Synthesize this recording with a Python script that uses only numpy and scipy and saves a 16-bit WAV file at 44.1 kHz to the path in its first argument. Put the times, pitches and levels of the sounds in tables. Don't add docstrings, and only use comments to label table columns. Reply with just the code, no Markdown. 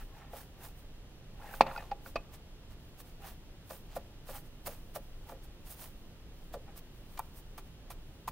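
import sys
import numpy as np
from scipy import signal
from scipy.fft import rfft, irfft
from scipy.io import wavfile
from scipy.ndimage import uniform_filter1d

SR = 44100
rng = np.random.default_rng(int(sys.argv[2]) if len(sys.argv) > 2 else 0)


def to_wav(sig):
    pcm = np.clip(np.atleast_2d(sig), -1, 1) * 32767
    pcm = np.round(pcm).astype(np.int16)
    wavfile.write(sys.argv[1], SR, pcm.T)


N = 366603
TIME = np.arange(N) / SR
HIT_TIME = TIME[:SR // 3]
FREQS = np.maximum(np.fft.rfftfreq(N, 1 / SR), 1)

# (time [s], note [dB], final pitch [Hz], note t60 [s], crumb hiss [dB])
CRUST_PATS = [ (0.333, -42.5, 543, 0.14, -75), (3.707, -39, 523, 0.078, -49),
              (3.9646, -30, 529, 0.059, -46), (4.290, -40.5, 515, 0.1, -66),
              (4.671, -34.5, 523, 0.097, -37), (4.959, -32.5, 540, .07, -40.5),
              (5.294, -44, 766, 0.083, -66), (5.320, -45, 479, 0.18, -68), (6.54, -35, 509, 0.15, -51)]
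# (time [s], thud [dB], thud pitch [Hz], hiss fall [s], crumb hiss [dB], pressure [dB])
SIDE_TAPS = [ (7.174, -50, 1220, 0.011, -55, 8), (7.192, -25.5, 910, .005, -35, -5),
             (7.579, -42, 880, 0.017, -48.5, 1), (7.904, -45, 1080, .02, -45, 1.5),
             (8.278, -26, 960, 0.015, -42, 4.5)]


def from_db(db):
    return 10 ** (np.asarray(db) / 20)


def unit_rms(x):
    return x / np.sqrt(np.mean(x ** 2) + 1e-20)


def curve(points):
    hz, value = np.transpose(points)
    return np.interp(np.log(FREQS), np.log(hz), value)


def mix_in(out, start, sound):
    slot = out[..., round(start * SR):][..., :sound.shape[-1]]
    slot += sound[..., :slot.shape[-1]]


def wander(depth_db, samples):
    return from_db(depth_db * unit_rms(uniform_filter1d(rng.standard_normal(N), size=samples)))


def swells(rows, roundness):
    t, power = TIME[::16], 0
    for peak, rise, fall, level_db in rows:
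        away = np.abs(t - peak) / np.where(t < peak, rise, fall)
        power = power + from_db(level_db - 10 * away ** roundness) ** 2
    return np.interp(TIME, t, np.sqrt(power))


def stereo_noise(colour, grit_db=0):
    # (frequency [Hz], likeness [0-1])
    likeness = [(500, .97), (1200, 0.7), (2500, 0.9), (5000, 0.3), (14000, 1)]
    # (frequency [Hz], left minus right [dB])
    balance = [(550, -0.5), (1650, -1), (5000, -0.5), (9000, -0.5), (13000, -7.5)]
    white = rng.standard_normal((2, N))
    grit = from_db(grit_db * rng.standard_normal(N // 16 + 1).repeat(16)[:N])
    mid, side = rfft(white * grit)
    alike = np.clip(curve(likeness), 0, .999)
    sides = np.array([[1], [-1]])
    pair = np.sqrt(1 + alike) * mid + sides * np.sqrt(1 - alike) * side
    return unit_rms(irfft(pair * colour * from_db(sides * curve(balance) / 2), N))


def room_tone(mid_db=-49.5, side_db=-63, mic_hiss_db=-78.5):
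    # (frequency [Hz], relative level [dB])
    mid_spectrum = [(11, -24), (18, 3), (67, -9), (100, -13), (150, -13.5), (190, -19), (290, -21),
                    (434, -24), (1110, -35), (1800, -37), (2250, -40), (2990, -37.5), (4580, -45),
                    (8000, -52.5)]
    # (frequency [Hz], relative level [dB])
    side_spectrum = [(11, -40.5), (18, 0), (207, -20.5), (253, -20.5), (544, -26), (882, -29),
                     (2250, -26.5), (2830, -20), (7220, -30.5), (9060, -33), (10700, -32.5), (16000, -32.5)]
    mid, side = [unit_rms(irfft(rfft(rng.standard_normal(N)) * from_db(curve(spectrum)), N))
                 for spectrum in (mid_spectrum, side_spectrum)]
    hiss = unit_rms(np.diff(rng.standard_normal((2, N + 2)), n=2))
    room = from_db(mid_db) * mid + from_db(side_db) * side * [[1], [-1]]
    return room * from_db([[-.3], [.3]]) + from_db(mic_hiss_db) * hiss


def touches(stroke_fall_ratio=1.1, tap_lag_s=.0012):
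    # (peak [s], rise [s], hiss [dB], pressure [dB])
    hand_strokes = [ (0.005, 0.057, -59, -3), (0.185, .04, -72, 2), (0.379, 0.046, -49, -1),
                    (0.649, 0.039, -49, -1.5), (0.79, .03, -61.5, -9), (1.47, 0.081, -61, -2),
                    (1.55, 0.05, -50.5, -3), (1.757, 0.11, -59.5, 1), (2.077, 0.032, -52.5, -3),
                    (2.344, .02, -53.5, 0), (2.721, .022, -64, -0.5), (3.002, 0.018, -50, -2),
                    (3.08, 0.051, -63, -5), (3.274, 0.045, -50, 1), (3.732, 0.047, -50, -3.5),
                    (3.945, 0.062, -65, 1.5), (4.304, 0.033, -48.5, 0), (4.364, .033, -46.5, -2.5),
                    (4.463, 0.019, -63, -6), (4.71, .052, -51.5, -3), (5.301, 0.031, -55.5, -5),
                    (5.444, 0.02, -58, -5), (5.675, 0.023, -53.5, -1), (5.715, 0.025, -44.5, -3.5),
                    (5.823, 0.05, -47, -1.5), (6.778, 0.016, -48, -1), (7.153, 0.11, -62.5, -7),
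                    (7.374, .029, -53.5, -8.5)]
    strokes = [(peak, rise, rise * stroke_fall_ratio, db, pressure)
               for peak, rise, db, pressure in hand_strokes]
    pats = [(start, .011, .015, db, 3) for start, *_, db in CRUST_PATS]
    taps = [(start + tap_lag_s, .0032, fall, db, pressure) for start, *_, fall, db, pressure in SIDE_TAPS]
    return strokes + pats + taps


def brushing(linger_s=.12):
    # (frequency [Hz], relative level [dB])
    hiss_spectrum = [(2000, -26.5), (5000, -9), (7500, -9.5), (9000, -3), (11000, -5.5), (13000, -3),
                     (15500, -1), (17000, -2.5)]
    # (frequency [Hz], relative level [dB])
    rub_spectrum = [(150, -15), (400, -1), (650, 9), (1100, 6.5), (2000, 0.5), (4000, -1), (6500, -4),
                    (9000, -10), (16000, -26)]
    hiss = stereo_noise(from_db(curve(hiss_spectrum)), grit_db=3)
    rub = stereo_noise(from_db(curve(rub_spectrum)), grit_db=4)
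    fine = swells([row[:-1] for row in touches()], roundness=1.47)
    coarse = swells([(peak, rise, fall, -26 + .56 * db + pressure)
                     for peak, rise, fall, db, pressure in touches()], roundness=1.62)
    pole = np.exp(-1 / (linger_s * SR))
    lingering = np.sqrt(signal.lfilter([1 - pole], [1, -pole], fine ** 2))
    rustle = 2 * from_db(-23) * lingering
    resting = from_db(-80) * wander(depth_db=5.5, samples=5000)
    clumps = unit_rms(wander(depth_db=2, samples=180))
    hiss_envelope = from_db(-1) * np.sqrt(fine ** 2 + rustle ** 2 + resting ** 2)
    return hiss_envelope * hiss + coarse * clumps * rub


def scraping(wall_db=-1.5, snap_db=-5.5, fall_ratio=1.3):
    # (peak [s], rise [s], level [dB])
    scrapes = [ (0.01, 0.016, -51), (0.214, 0.094, -57), (0.367, 0.046, -57), (0.624, 0.038, -57),
               (1.487, 0.087, -50), (1.681, 0.032, -44.5), (1.777, 0.035, -47.5), (3.247, .032, -51),
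               (4.35, 0.021, -49.5), (5.31, 0.055, -60), (6.691, 0.017, -55.5)]
    # (frequency [Hz], width [Hz], relative level [dB])
    wall_modes = [(553, 120, -10), (808, 39, 5.5), (1200, 200, -14), (1340, 110, -8), (1845, 150, -9),
                  (2657, 400, -15.5), (3903, 300, -24)]
    wall = sum((-1) ** k * from_db(db) / (1 + 1j * (FREQS - hz ** 2 / FREQS) / width)
               for k, (hz, width, db) in enumerate(wall_modes))
    grip = wander(depth_db=1.7, samples=350)
    drag = swells([(peak, rise, rise * fall_ratio, db) for peak, rise, db in scrapes], roundness=1.4)
    singing = unit_rms(grip * stereo_noise(wall, grit_db=3.5))
    return drag * (from_db(wall_db) * singing + from_db(snap_db) * snapping())


def snapping(per_s=170, spread_db=4, low_hz=804, high_hz=3070, pitches=40, t60_cycles=62, octave_db=-3):
    onsets = rng.random(N) < per_s / SR
    snaps = onsets * from_db(spread_db * rng.uniform(-1, 1, N)) * rng.choice([-1, 1], N)
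    pitch_index, out = rng.integers(0, pitches, N), 0
    for k, hz in enumerate(np.geomspace(low_hz, high_hz, pitches)):
        decay, angle = from_db(-60 * hz / (t60_cycles * SR)), 2 * np.pi * hz / SR
        resonator = [0, np.sin(angle)], [1, -2 * decay * np.cos(angle), decay ** 2]
        ping = signal.lfilter(*resonator, snaps * (pitch_index == k) + 1e-18)
        out = out + from_db(octave_db * np.log2(hz / low_hz)) * ping
    return unit_rms(out)


def patting(sink_ratio=1.258, sink_s=.015, attack_s=.00053, roughness=.5, flutter_hz=71):
    out, t = np.zeros((2, N)), HIT_TIME
    glide = np.cumsum(1 + (sink_ratio - 1) * np.exp(-t / sink_s)) / SR
    smooth = signal.butter(2, flutter_hz, fs=SR, output="sos")
    for start, note_db, hz, t60, _ in CRUST_PATS:
        flutter, wobble = roughness * unit_rms(signal.sosfilt(smooth, rng.standard_normal((2, len(t)))))
        envelope = from_db(note_db - 60 * t / t60) * (1 - np.exp(-t / attack_s))
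        note = envelope * (1 + flutter) * np.sin(2 * np.pi * hz * glide + 2 * wobble)
        pan = pan_ring(-25.5 + .53 * note_db, base_t60=.099, octave_db=-2.5, spread_s=.0004)
        mix_in(out, start, note + pan)
    return out


def pan_ring(level_db, base_t60, octave_db, spread_s=.0022):
    # (frequency [Hz], relative level [dB], t60 [multiple of base_t60])
    pan_modes = [ (139.7, -20, 4.5), (170, -19.5, 3.3), (225.2, -15, 2.6), (321.6, -23.5, 3.6),
                 (427, -14.5, 2.2), (536.3, -2.5, 1.65), (643, -11, .9), (687, -2.5, 1.1), (833, -3, 1.2),
                 (922, -3.5, 0.54), (1016, -8, 1.1), (1170, 0.5, 0.66), (1347, -5.5, 0.77),
                 (1465, -1, 0.35), (1410, -21.5, 0.92), (1686, -9, 0.75), (1847, -11, 0.79),
                 (1903, -18, 0.99), (2344, -11.5, .8), (2510, -21, 0.615), (2735, -13.5, 0.36),
                 (3100, -21.5, 0.58), (3490, -27, .7), (3670, -36.5, 0.83), (3676, -22, .8),
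                 (4667, -26.5, 0.83)]
    hz, mode_db, sustain = np.transpose(pan_modes)
    tilt_db = octave_db * np.log2(np.maximum(hz, 500) / 700)
    attack = 1 - np.exp(-(HIT_TIME / spread_s) ** 2)
    return attack * ringing(hz, level_db + mode_db + tilt_db, base_t60 * sustain)


def ringing(hz, level_db, t60):
    hz, level_db, t60, t = hz[:, None], level_db[:, None], t60[:, None], HIT_TIME
    polarity = -(-1) ** np.arange(len(hz))[:, None]
    phase = rng.choice([-1, 1], hz.shape) * np.minimum(hz / 5500, .8) ** .91
    uneven_db = rng.normal(0, 1.2, hz.shape)
    envelopes = polarity * from_db(level_db + uneven_db - 60 * t / t60)
    return np.array([np.sum(envelopes * np.sin(2 * np.pi * hz * t + side * phase), axis=0)
                     for side in (1, -1)])


def knocking(crack_attack_s=.0013, crack_t60=.046):
    # (time [s], thud [dB], thud pitch [Hz], thud swell [s], glass ring [dB])
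    knocks = [ (1.4205, -49, 1110, .001, -69.5), (1.538, -36.5, 1510, 0.0019, -60),
              (1.6081, -3.0, 850, .00135, -41), (1.6654, -26, 770, 0.00098, -62),
              (1.712, -36, 1300, 0.0015, -62), (1.76, -34, 1404, 0.0045, -65),
              (1.776, -36.5, 880, 0.0027, -46), (1.8235, -41, 875, 0.0015, -72),
              (1.913, -28, 809, 0.0091, -56), (2.060, -41, 1450, .0026, -63),
              (2.1572, -21.5, 600, 0.0019, -42), (2.16, -29.5, 1156, 0.0037, -43)]
    # (frequency [Hz], relative level [dB], t60 [s])
    jar_modes = [(2502, 3.5, .075), (2581, -1, 0.1), (4490, -28, .05), (4610, -11, 0.042), (4820, 0, 0.033)]
    # (frequency [Hz], relative level [dB])
    crack_spectrum = [(130, 5), (280, -5), (600, -1), (1200, -8), (2500, 4), (3200, -6.5), (4300, -2.5),
                      (5500, -13), (7500, -22.5), (11000, -27.5), (16000, -29.5)]
    out, crack_envelope, t = np.zeros((2, N)), np.zeros(N), HIT_TIME
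    jar_hz, jar_db, jar_t60 = np.transpose(jar_modes)
    burst = from_db(-60 * t / crack_t60) * (1 - np.exp(-t / crack_attack_s))
    for start, thud_db, hz, swell_s, glass_db in knocks:
        pan = pan_ring(-20.5 + .69 * thud_db, base_t60=.072, octave_db=-2)
        glass = ringing(jar_hz, glass_db + jar_db, jar_t60)
        mix_in(out, start, thud(thud_db, hz, swell_s) + pan + glass)
        mix_in(crack_envelope, start, from_db(-17.5 + .88 * thud_db) * burst)
    crack = crack_envelope * stereo_noise(from_db(curve(crack_spectrum)))
    return out * from_db([[-.2], [.2]]) + crack


def thud(level_db, hz, swell_s):
    t = HIT_TIME
    envelope = (t / swell_s * np.exp(1 - t / swell_s)) ** 3
    return -from_db(level_db) * envelope * np.sin(2 * np.pi * hz * t)


def tapping(bounce_s=.0068, bounce_loss_db=5.5):
    out = np.zeros((2, N))
    for start, thud_db, hz, *_ in SIDE_TAPS:
        for delay, loss_db in ((0, 0), (bounce_s, bounce_loss_db)):
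            pan = pan_ring(-35 + .33 * thud_db - loss_db, base_t60=.06, octave_db=4)
            mix_in(out, start + delay, thud(thud_db - loss_db, hz, swell_s=.0022) + pan)
    return out


def kitchen_reverb(x, t60=.76, wet_db=-21, damping_hz=3500, predelay_s=.005):
    t = TIME[:SR // 2]
    echoes = rng.standard_normal(len(t)) + .36 * rng.standard_normal((2, len(t)))
    echoes *= from_db(-60 * t / t60) * (t > predelay_s)
    tail = signal.sosfilt(signal.butter(2, damping_hz, fs=SR, output="sos"), echoes)
    tail /= np.sqrt(np.sum(tail ** 2) / 2 * SR / (2 * damping_hz))
    return x + from_db(wet_db) * signal.fftconvolve(x, tail, axes=1)[:, :N]


def scene():
    foley = brushing() + scraping() + patting() + tapping() + knocking()
    return kitchen_reverb(foley) + room_tone()


def record(dry):
    return signal.sosfilt(signal.ellip(12, .1, 70, 15750, fs=SR, output="sos"), dry)


dry = scene()
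out = record(dry)
to_wav(out)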